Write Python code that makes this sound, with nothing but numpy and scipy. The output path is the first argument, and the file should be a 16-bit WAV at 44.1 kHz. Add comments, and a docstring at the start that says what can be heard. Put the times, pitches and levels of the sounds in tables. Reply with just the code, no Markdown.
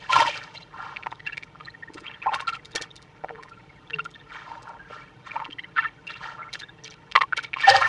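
"""Catfish in a muddy pool

At the foot of a clay bank, catfish wriggle in shallow water under a low outdoor background, in mono.
Strokes of tail and body swell random bubble froth, throw spray and shove the water in low noise.
Air pockets in the wet mud pop and plip as gliding, choked sine rings; sinking sines make the glugs.
Fizzing and lapping never stop. All but the background has a slap echo, and two close copies
of the whole give a hollow, slightly metallic colour."""
import sys
import numpy as np
from scipy import signal
from scipy.fft import rfft, irfft, next_fast_len
from scipy.io import wavfile

SR = 44100
rng = np.random.default_rng(int(sys.argv[2]) if len(sys.argv) > 2 else 0)


def to_wav(sig):
    """Store sig (one row per channel, or 1-D mono) as 16-bit WAV at the path in sys.argv[1].

    Samples outside -1..1 are clipped; the rate is SR.
    """
    pcm = np.clip(np.atleast_2d(sig), -1, 1) * 32767
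    pcm = np.round(pcm).astype(np.int16)
    wavfile.write(sys.argv[1], SR, pcm.T)  # frames by channels


N = 347508

# Air pockets that burst in the mud: (time [s], ring level [dB], pitch [Hz], ring length [s],
# snap level [dB], echo delay [s])
POCKETS = [(0.1, -16, 1023, 0.056, -39, 0.027), (.131, -20, 1370, 0.072, -4.5, 0.056),
           (0.176, -13, 985, 0.022, -28, 0.072), (.19, -30, 300, 0.023, -47, 0.066),
           (.204, -13.5, 931, 0.038, -10, 0.069), (.218, -23.5, 597, 0.044, -17, .068),
           (.295, -28, 2404, 0.048, -35, .051), (.376, -22.5, 4430, 0.002, -40, 0.062),
           (.555, -36, 2150, 0.013, -34, 0.051), (.5757, -30.5, 4060, 0.012, -49, 0.054),
           (.9687, -17, 2430, 0.0041, -44, .065), (1.068, -16.5, 967, 0.0088, -17.5, .057),
           (1.116, -37, 3720, .007, -37, .04), (1.2025, -33.5, 1960, 0.018, -32, 0.053),
           (1.2712, -22, 2700, 0.02, -28, 0.058), (1.272, -25.5, 1700, 0.024, -37, 0.058),
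           (1.297, -27.5, 1730, 0.01, -50, .045), (1.378, -19.5, 2300, .0077, -19.5, .055),
           (1.556, -34.5, 1260, 0.0075, -51, 0.066), (1.6074, -33.5, 1225, 0.024, -28.5, 0.062),
           (1.656, -34.5, 4110, 0.01, -45, 0.048), (1.6826, -29, 1886, 0.019, -41, 0.065),
           (1.831, -30, 1864, 0.024, -55, 0.051), (1.901, -36, 303, 0.015, -38, .07),
           (1.955, -32.5, 330, 0.023, -50, 0.064), (2.066, -24, 2670, 0.005, -49, .048),
           (2.08, -29, 3190, 0.014, -53, 0.064), (2.2246, -26.5, 2546, 0.025, -48, .065),
           (2.2663, -13, 821, 0.027, -21, 0.058), (2.276, -16.5, 1035, 0.032, -39, 0.056),
           (2.29, -20.5, 857, 0.036, -46, 0.057), (2.3425, -15.5, 1490, 0.0083, -11, 0.061),
           (2.358, -24.5, 1090, 0.059, -21, 0.064), (2.4776, -21.5, 1347, .04, -35, 0.051),
           (2.478, -23, 4160, 0.0046, -40, .056), (2.498, -27, 1306, 0.023, -26, 0.067),
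           (2.655, -35, 3770, .012, -49, 0.078), (2.7558, -21.5, 454, 0.0035, -21, 0.057),
           (2.763, -25.5, 1797, 0.017, -37, 0.047), (2.779, -29, 3360, 0.024, -44, 0.056),
           (2.9118, -36.5, 3700, 0.012, -43, .066), (3.2445, -18.5, 710, 0.015, -25, 0.062),
           (3.2925, -22, 1610, 0.0029, -39, .064), (3.392, -39.5, 1025, 0.051, -55, .06),
           (3.4335, -30.5, 1830, 0.0048, -59, .051), (3.516, -42.5, 1363, 0.049, -60, .058),
           (3.906, -26, 1720, 0.0061, -23, 0.054), (3.9396, -19.5, 2740, 0.017, -42, 0.063),
           (3.9925, -20.5, 1396, 0.025, -21, 0.066), (4.146, -37.5, 3560, 0.011, -53, .054),
           (4.158, -38, 1780, 0.02, -34, .054), (4.516, -38.5, 900, 0.015, -35, 0.036),
           (4.8, -32, 1610, 0.075, -60, 0.054), (4.908, -33, 580, 0.011, -53, 0.057),
           (5.3157, -25.5, 2440, 0.017, -36, 0.048), (5.3627, -20.5, 907, 0.024, -26, .057),
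           (5.4006, -21, 1160, 0.0082, -27, 0.061), (5.4524, -22, 2840, 0.0029, -34, 0.057),
           (5.491, -34, 284, .022, -51, 0.058), (5.5285, -30, 3125, 0.017, -36, 0.068),
           (5.591, -22.5, 2042, 0.028, -37, .052), (5.594, -29, 3020, 0.017, -52, 0.049),
           (5.769, -18, 1496, 0.025, -33, .061), (5.783, -15.5, 1310, 0.033, -33, 0.065),
           (5.787, -14, 1770, 0.035, -33, .068), (5.801, -35, 2730, 0.042, -42, 0.068),
           (6.0755, -27, 2740, 0.016, -28.5, 0.064), (6.103, -32.5, 1330, 0.019, -26, 0.057),
           (6.429, -31.5, 2130, 0.023, -58, 0.061), (6.5359, -25.5, 4050, 0.0097, -41, 0.066),
           (6.554, -23, 1680, 0.0091, -20, 0.065), (6.633, -32, 1650, 0.033, -42, .059),
           (6.634, -36.5, 3630, 0.024, -57, 0.058), (6.8443, -28.5, 5830, 0.0045, -60, .064),
           (6.878, -33, 2550, 0.0077, -24.5, 0.062), (7.1217, -18.5, 2950, 0.0013, -29, 0.068),
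           (7.1591, -2.5, 1146, 0.025, -3.5, 0.056), (7.161, -4.5, 2027, 0.016, -3, .058),
           (7.175, -12, 1096, 0.047, -13, .059), (7.3308, -11, 1510, 0.015, -23.5, .059),
           (7.376, -21, 2226, 0.022, -12.5, 0.07), (7.3917, -26.5, 1580, 0.0087, -29, 0.047),
           (7.5395, -11.5, 2400, 0.0048, -34, 0.071), (7.569, -21, 1110, 0.023, -23, 0.067),
           (7.6045, -18, 2400, .006, -36, 0.029), (7.64, -15.5, 1794, .062, -42, .074),
           (7.678, -5, 791, 0.079, -9, 0.066), (7.7, -16.5, 543, .15, -30, 0.059),
           (7.7, -2.5, 4680, 0.003, -38, .065), (7.711, -24, 1852, 0.11, -7, 0.066),
           (7.813, -16, 1067, 0.05, -19, 0.057), (7.845, -16, 1784, 0.059, -23, .066),
           (7.862, -17.5, 1360, 0.013, -30, .066)]
# Strokes of a tail or body: (time of its height [s], rise [s], churn level [dB],
# churn centre [Hz], spray level [dB])
BODY_STROKES = [(0.039, 0.046, -44.5, 1940, -50), (0.13, 0.024, -35, 2680, -29.5),
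                (0.167, 0.014, -20, 930, -28), (0.209, 0.012, -22, 2000, -29),
                (0.292, .018, -28.5, 2350, -33.5), (.375, 0.016, -38.5, 1670, -45.5),
                (.47, 0.063, -48.5, 1020, -54.5), (0.554, 0.0085, -55, 2700, -42.5),
                (0.844, 0.093, -39.5, 1190, -54), (1.276, 0.015, -39.5, 2150, -69),
                (1.984, 0.006, -40, 1310, -47), (2.084, 0.033, -41.5, 1880, -83),
                (2.238, 0.0095, -32.5, 1460, -58), (2.339, 0.022, -31, 1510, -49),
                (2.488, 0.0054, -25, 2550, -64), (2.773, .02, -34, 1750, -70),
                (3.39, 0.033, -51.5, 1060, -93), (4.352, 0.046, -41, 1490, -51),
                (4.52, 0.055, -43, 950, -58.5), (4.681, 0.031, -40, 880, -65),
                (4.937, 0.044, -44, 1590, -53), (5.277, 0.015, -38.5, 1670, -49),
                (5.362, 0.027, -34, 1170, -57), (5.787, 0.016, -27.5, 2040, -66),
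                (6.107, 0.013, -31, 2200, -70), (6.248, 0.035, -35.5, 1220, -46.5),
                (6.411, 0.027, -42, 1240, -81), (6.547, 0.015, -51, 2640, -46),
                (6.855, 0.0073, -38.5, 3020, -52), (7.38, 0.011, -31.5, 2420, -48),
                (7.645, 0.05, -28.5, 2100, -42), (7.696, 0.017, -16.5, 1750, -23.5),
                (7.762, 0.023, -23, 1020, -31.5), (7.822, 0.0051, -19, 1720, -50),
                (7.87, 0.033, -28.5, 1530, -40)]
# Low glugs of water sucked round a body: (time [s], length [s], first pitch [Hz], last pitch [Hz],
# level [dB])
CAVITY_GLUGS = [(3.27, 0.13, 517, 394, -46.5), (3.9, 0.12, 487, 384, -45.5), (3.94, 0.059, 161, 154, -39.5),
                (6.75, 0.22, 449, 431, -58)]
# Sharp spits of spray as wet skin parts from the mud: (time [s], level [dB])
SKIN_SPITS = [(0.13, -23.5), (.204, -25), (1.2722, -47), (1.376, -43), (1.943, -39.5), (2.3484, -29),
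              (2.498, -40.5), (2.655, -40), (2.759, -20.5), (2.964, -41), (3.4335, -45.5), (4.051, -45),
              (4.629, -47), (6.074, -48), (6.5365, -27.5), (7.374, -30), (7.613, -36), (7.814, -31)]
# Spectrum of lapping water: (frequency [Hz], relative level [dB])
LAPPING_SPECTRUM = [(200, -26), (450, -12), (900, 3.5), (1400, 7), (2200, 7.5), (3300, -4.5), (5000, -20.5),
                    (9000, -44.5)]
# Spectrum of fine spray and fizz: (frequency [Hz], relative level [dB])
SPRAY_SPECTRUM = [(100, -26.5), (250, -34.5), (600, -3.5), (1500, -11.5), (3000, 5), (4800, -2.5),
                  (6300, -6), (8000, -15.5), (10500, -27), (12000, -27)]
# Spectrum of the outdoor background: (frequency [Hz], relative level [dB])
AIR_SPECTRUM = [(20, -36), (48, -2.5), (75, -2.5), (110, 0), (155, 1.5), (230, -0.5), (320, -6),
                (500, -11.5), (1000, -13), (2500, -33), (5000, -42.5), (10000, -47.5)]
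# Close copies of the whole sound, a negative delay being early: (delay [s], level [dB])
CLOSE_COPIES = [(-.00658, -6), (.0022, -7.5)]
# Spectrum of the mist in a spit: (frequency [Hz], relative level [dB])
MIST_SPECTRUM = [(150, -29.5), (1000, -17), (2200, -2.5), (4200, 4.5),
                 (6000, -1.0), (8000, -10.5), (11000, -20.5)]
# Spectrum of shoved water: (frequency [Hz], relative level [dB])
PUSH_SPECTRUM = [(40, -33.5), (95, 11.5), (130, 9), (220, -16.0), (320, -4), (700, -36), (2000, -64.5)]
# Weighting of the churn, as the water is too shallow for large, low bubbles:
# (frequency [Hz], relative level [dB])
SHALLOW_WEIGHTING = [(250, -8), (400, -21), (540, 4.0), (1000, 7.5)]

AIR_DB, FIZZ_DB = -53.5, -66.5
# Lapping at rest; the wake is set against its stroke's churn and dies away from the stroke's height
LAP_DB, LAP_WAKE_DB, LAP_WAKE_S = -60.5, -22, 0.075
SLAP_S, SLAP_DB = .062, -7  # slap echo
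EDGE_HZ = 11300  # upper band limit
FALL_PER_RISE = 1.38  # a stroke dies away more slowly than it builds
# The snap of the mud film follows its pocket's pitch by this power, from a reference pocket
SNAP_HZ, POCKET_HZ, SNAP_FOLLOWS = 2773, 1607, 0.64
# Share by which the reference pocket glides up; smaller pockets tend to glide more
GLIDE, GLIDE_SPREAD = 0.094, 0.036
SWELL = 0.042  # time constant of a pocket's opening, as a share of its ring length
THUD_DB, THUD_HZ, THUD_S = -20.5, 463, 0.013  # mud slumps into the pocket; dB against the snap
SQUELCH_DB, SQUELCH_S, SQUELCH_CYCLES = -18, 0.005, 21.5  # small bubbles; dB against the ring
# Faint pockets that burst at random times
SEEP_PER_S, SEEP_DB, SEEP_SPREAD_DB = 7.6, -51.5, 4
SEEP_LOW_HZ, SEEP_HIGH_HZ, SEEP_CYCLES = 1213, 4620, 70


def gain_of(db):
    """Turns decibels into an amplitude factor."""
    return 10 ** (np.asarray(db) / 20)


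def evened(x):
    """Scales to rms 1."""
    return x / np.sqrt(np.mean(x ** 2) + 1e-20)


def add(mix, s, sound):
    """Mixes a sound in, in place, at time s."""
    part = mix[max(round(s * SR), 0):][:len(sound)]
    part += sound[:len(part)]


def delayed(x, s):
    """Shifts a sound later (or earlier) by s seconds."""
    place = np.arange(len(x))
    return np.interp(place - round(s * SR), place, x, 0, 0)


def with_slap(x):
    """Adds one slap echo."""
    return x + gain_of(SLAP_DB) * delayed(x, SLAP_S)


def coloured(x, points):
    """Filters x by a curve of (frequency [Hz], level [dB]) points, then scales to rms 1."""
    hz, db = np.transpose(points)
    size = next_fast_len(len(x))
    curve_db = np.interp(np.log(np.fft.rfftfreq(size, 1 / SR) + 1), np.log(hz), db)
    return evened(irfft(rfft(x, size) * gain_of(curve_db), size)[:len(x)])


def bubble(hz, life_s, glide, size=4000, choke=1.315):
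    """A pocket of air rings until it is choked, 60 dB down at life_s; its pitch glides with its shape."""
    t = np.arange(size) / SR
    age = t / life_s
    # the pitch passes through hz at a fifth of the life
    turns = hz * t * (1 + np.clip(glide, -.2, .2) * (age / 2 - .2))
    onset = (1 - np.exp(-3 * hz * t)) ** 2  # most of the ring builds up within one cycle
    decay = np.exp(-np.log(1000) * age ** choke)
    return np.sin(2 * np.pi * turns) * onset * decay


def froth(length, base_per_s, spread_db, cycles, hiss, count=40):
    """Many small bubbles of random time, pitch and level ring over the hiss of torn water."""
    out = np.zeros(length)
    for hz in np.geomspace(450, 10000, count) * rng.uniform(.96, 1.04, count):
        # the base rate is shared among the pitches; higher bubbles are born more often
        chance = base_per_s / count / SR * np.sqrt(hz / 2000)
        births = rng.random(length) < chance
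        levels = gain_of(spread_db * np.minimum(rng.exponential(1, length), 3))
        ring = bubble(hz, cycles / hz, rng.uniform(0.019, 0.23), size=1500)
        out += (hz / 2000) ** 0.12 * signal.oaconvolve(births * levels, ring)[:length]
    return evened(evened(out) + hiss * rng.standard_normal(length))


def air():
    """Low, steady outdoor background: noise with a fixed spectrum."""
    return gain_of(AIR_DB) * coloured(rng.standard_normal(N), AIR_SPECTRUM)


def stir():
    """The shallow water keeps fizzing and lapping, and laps more in the wake of a stroke."""
    t = np.arange(0, N / SR, .005)
    power = gain_of(LAP_DB) ** 2
    for s, _, churn_db, _, _ in BODY_STROKES:
        wake = gain_of(churn_db + LAP_WAKE_DB) * np.exp(-abs(t - s) / LAP_WAKE_S)
        power = power + (t > s) * wake ** 2
    lap_level = np.interp(np.arange(N) / SR, t, np.sqrt(power))
    lapping = coloured(froth(N, base_per_s=1000, spread_db=4.5, cycles=18, hiss=.6), LAPPING_SPECTRUM)
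    fizz = coloured(froth(N, base_per_s=2000, spread_db=2.5, cycles=10, hiss=.5), SPRAY_SPECTRUM)
    return evened(with_slap(lapping)) * lap_level + evened(with_slap(fizz)) * gain_of(FIZZ_DB)


def glugs():
    """A large cavity opens behind a body: a soft hollow tone that sinks."""
    out = np.zeros(N)
    for s, length_s, first_hz, last_hz, db in CAVITY_GLUGS:
        hz = np.linspace(first_hz, last_hz, round(length_s * SR))
        tone = np.sin(2 * np.pi * np.cumsum(hz) / SR)
        add(out, s, gain_of(db) * np.hanning(len(hz)) * tone)
    return with_slap(out)


def strokes(push_db=-14, push_lag_s=0.023, size=22050):
    """Each stroke churns up a swell of bubbles round one pitch, throws fine spray and shoves the water."""
    out, t = np.zeros(N), np.arange(N) / SR
    bubbles = froth(N + size, base_per_s=1400, spread_db=5.5, cycles=20, hiss=.3)
    bubbles = coloured(bubbles, SHALLOW_WEIGHTING)
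    spray = coloured(froth(N, base_per_s=3500, spread_db=4.5, cycles=14, hiss=.3), SPRAY_SPECTRUM)
    push = coloured(rng.standard_normal(N), PUSH_SPECTRUM)
    for s, rise_s, churn_db, hz, spray_db in BODY_STROKES:
        start = max(round(s * SR) - size // 3, 0)
        span = slice(start, start + size)
        age = t[span] - s
        # bell-shaped rise, exponential fall
        swell = np.exp(-np.where(age < 0, (age / rise_s) ** 2, age / (FALL_PER_RISE * rise_s)))
        band = [(hz / 5, -30), (hz / 2, -12), (hz / 1.07, -1), (hz * 1.08, 0), (hz * 2, -15), (hz * 4.9, -48)]
        churn = coloured(bubbles[span], band)[:len(age)]
        out[span] += swell * (gain_of(churn_db) * churn + gain_of(spray_db) * spray[span])
        # the shove follows late, its level set against the spray
        out[span] += delayed(swell, push_lag_s) * gain_of(spray_db + push_db) * push[span]
    return with_slap(out)


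def pop(db, hz, life_s, snap_db, snap_cycles=8, side_db=-7, count=6):
    """The mud film snaps into tiny bubbles, the pocket under it rings, and the mud closes with a squelch."""
    snap_hz = SNAP_HZ * (hz / POCKET_HZ) ** SNAP_FOLLOWS
    snap_s = snap_cycles / snap_hz
    snap = bubble(snap_hz, snap_s, 0) + gain_of(THUD_DB) * bubble(THUD_HZ, THUD_S, 0)
    # two side bubbles, one lower and one higher than the snap, follow it shortly in either order
    side_ratios = rng.uniform([.76, 1.2], [.84, 1.34])
    for ratio, late_s in zip(side_ratios, rng.uniform(0.00071, .003, 2)):
        add(snap, late_s, gain_of(side_db) * bubble(snap_hz * ratio, snap_s, 0))

    glide = GLIDE * hz / POCKET_HZ + GLIDE_SPREAD * rng.standard_normal()
    ring = bubble(hz, life_s, glide)
    opening = 1 - np.exp(-np.arange(len(ring)) / SR / (SWELL * life_s))
    ring = ring * opening
    ring = ring / abs(ring).max()
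    squelch_hz = hz * 2 ** rng.uniform(-0.46, 0.92, count)
    for small_hz, late in zip(squelch_hz, rng.uniform(0, 3.3, count)):
        small = bubble(small_hz, SQUELCH_CYCLES / small_hz, 0.2)
        add(ring, late * SQUELCH_S, gain_of(SQUELCH_DB) * np.exp(-late / 2) * small)
    return gain_of(db) * ring + gain_of(snap_db) * snap


def pops(mist_db=-35, seep_snap_db=-6, burst_s=0.0019, patter_s=0.012, patter=.25, size=4000):
    """Loud and faint pockets burst and spray flies, a little with every listed snap; a slap echo follows."""
    out, t = np.zeros(N), np.arange(size) / SR
    mist = coloured(rng.standard_normal(N), MIST_SPECTRUM)
    scatter = np.exp(-t / burst_s) + patter * np.exp(-t / patter_s)  # quick burst, longer patter
    spits = SKIN_SPITS + [(s, snap_db + mist_db) for s, *_, snap_db, _ in POCKETS]
    sounds = []  # (time [s], sound, echo delay [s])
    for s, db in spits:
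        grain = mist[rng.integers(N - size):][:size]
        sounds.append((s, gain_of(db) * scatter * grain, SLAP_S))
    for s, *pocket, echo_s in POCKETS:
        sounds.append((s, pop(*pocket), echo_s))
    for _ in range(round(SEEP_PER_S * N / SR)):
        db = SEEP_DB + SEEP_SPREAD_DB * rng.standard_normal()
        hz = SEEP_LOW_HZ * (SEEP_HIGH_HZ / SEEP_LOW_HZ) ** rng.random()
        seep = pop(db, hz, SEEP_CYCLES / hz, db + seep_snap_db)
        sounds.append((rng.random() * N / SR, seep, SLAP_S))
    for s, sound, echo_s in sounds:
        add(out, s, sound)
        add(out, s + echo_s, gain_of(SLAP_DB) * sound)
    return out


def scene():
    """Strokes, glugs, stirred water and pops over the open air, in one channel."""
    return (air() + strokes() + glugs() + stir() + pops())[None]


def record(dry):
    """Close copies make the sound hollow; then it clips at full scale and loses the top of its band."""
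    x = dry[0]
    for delay_s, db in CLOSE_COPIES:
        x = x + gain_of(db) * delayed(x, delay_s)  # the second copy also doubles the first
    x = np.clip(x, -1, 1)
    low_pass = signal.firwin(511, EDGE_HZ, window=("kaiser", 9), fs=SR)
    return signal.oaconvolve(x, low_pass, "same")[None]


dry = scene()
out = record(dry)
to_wav(out)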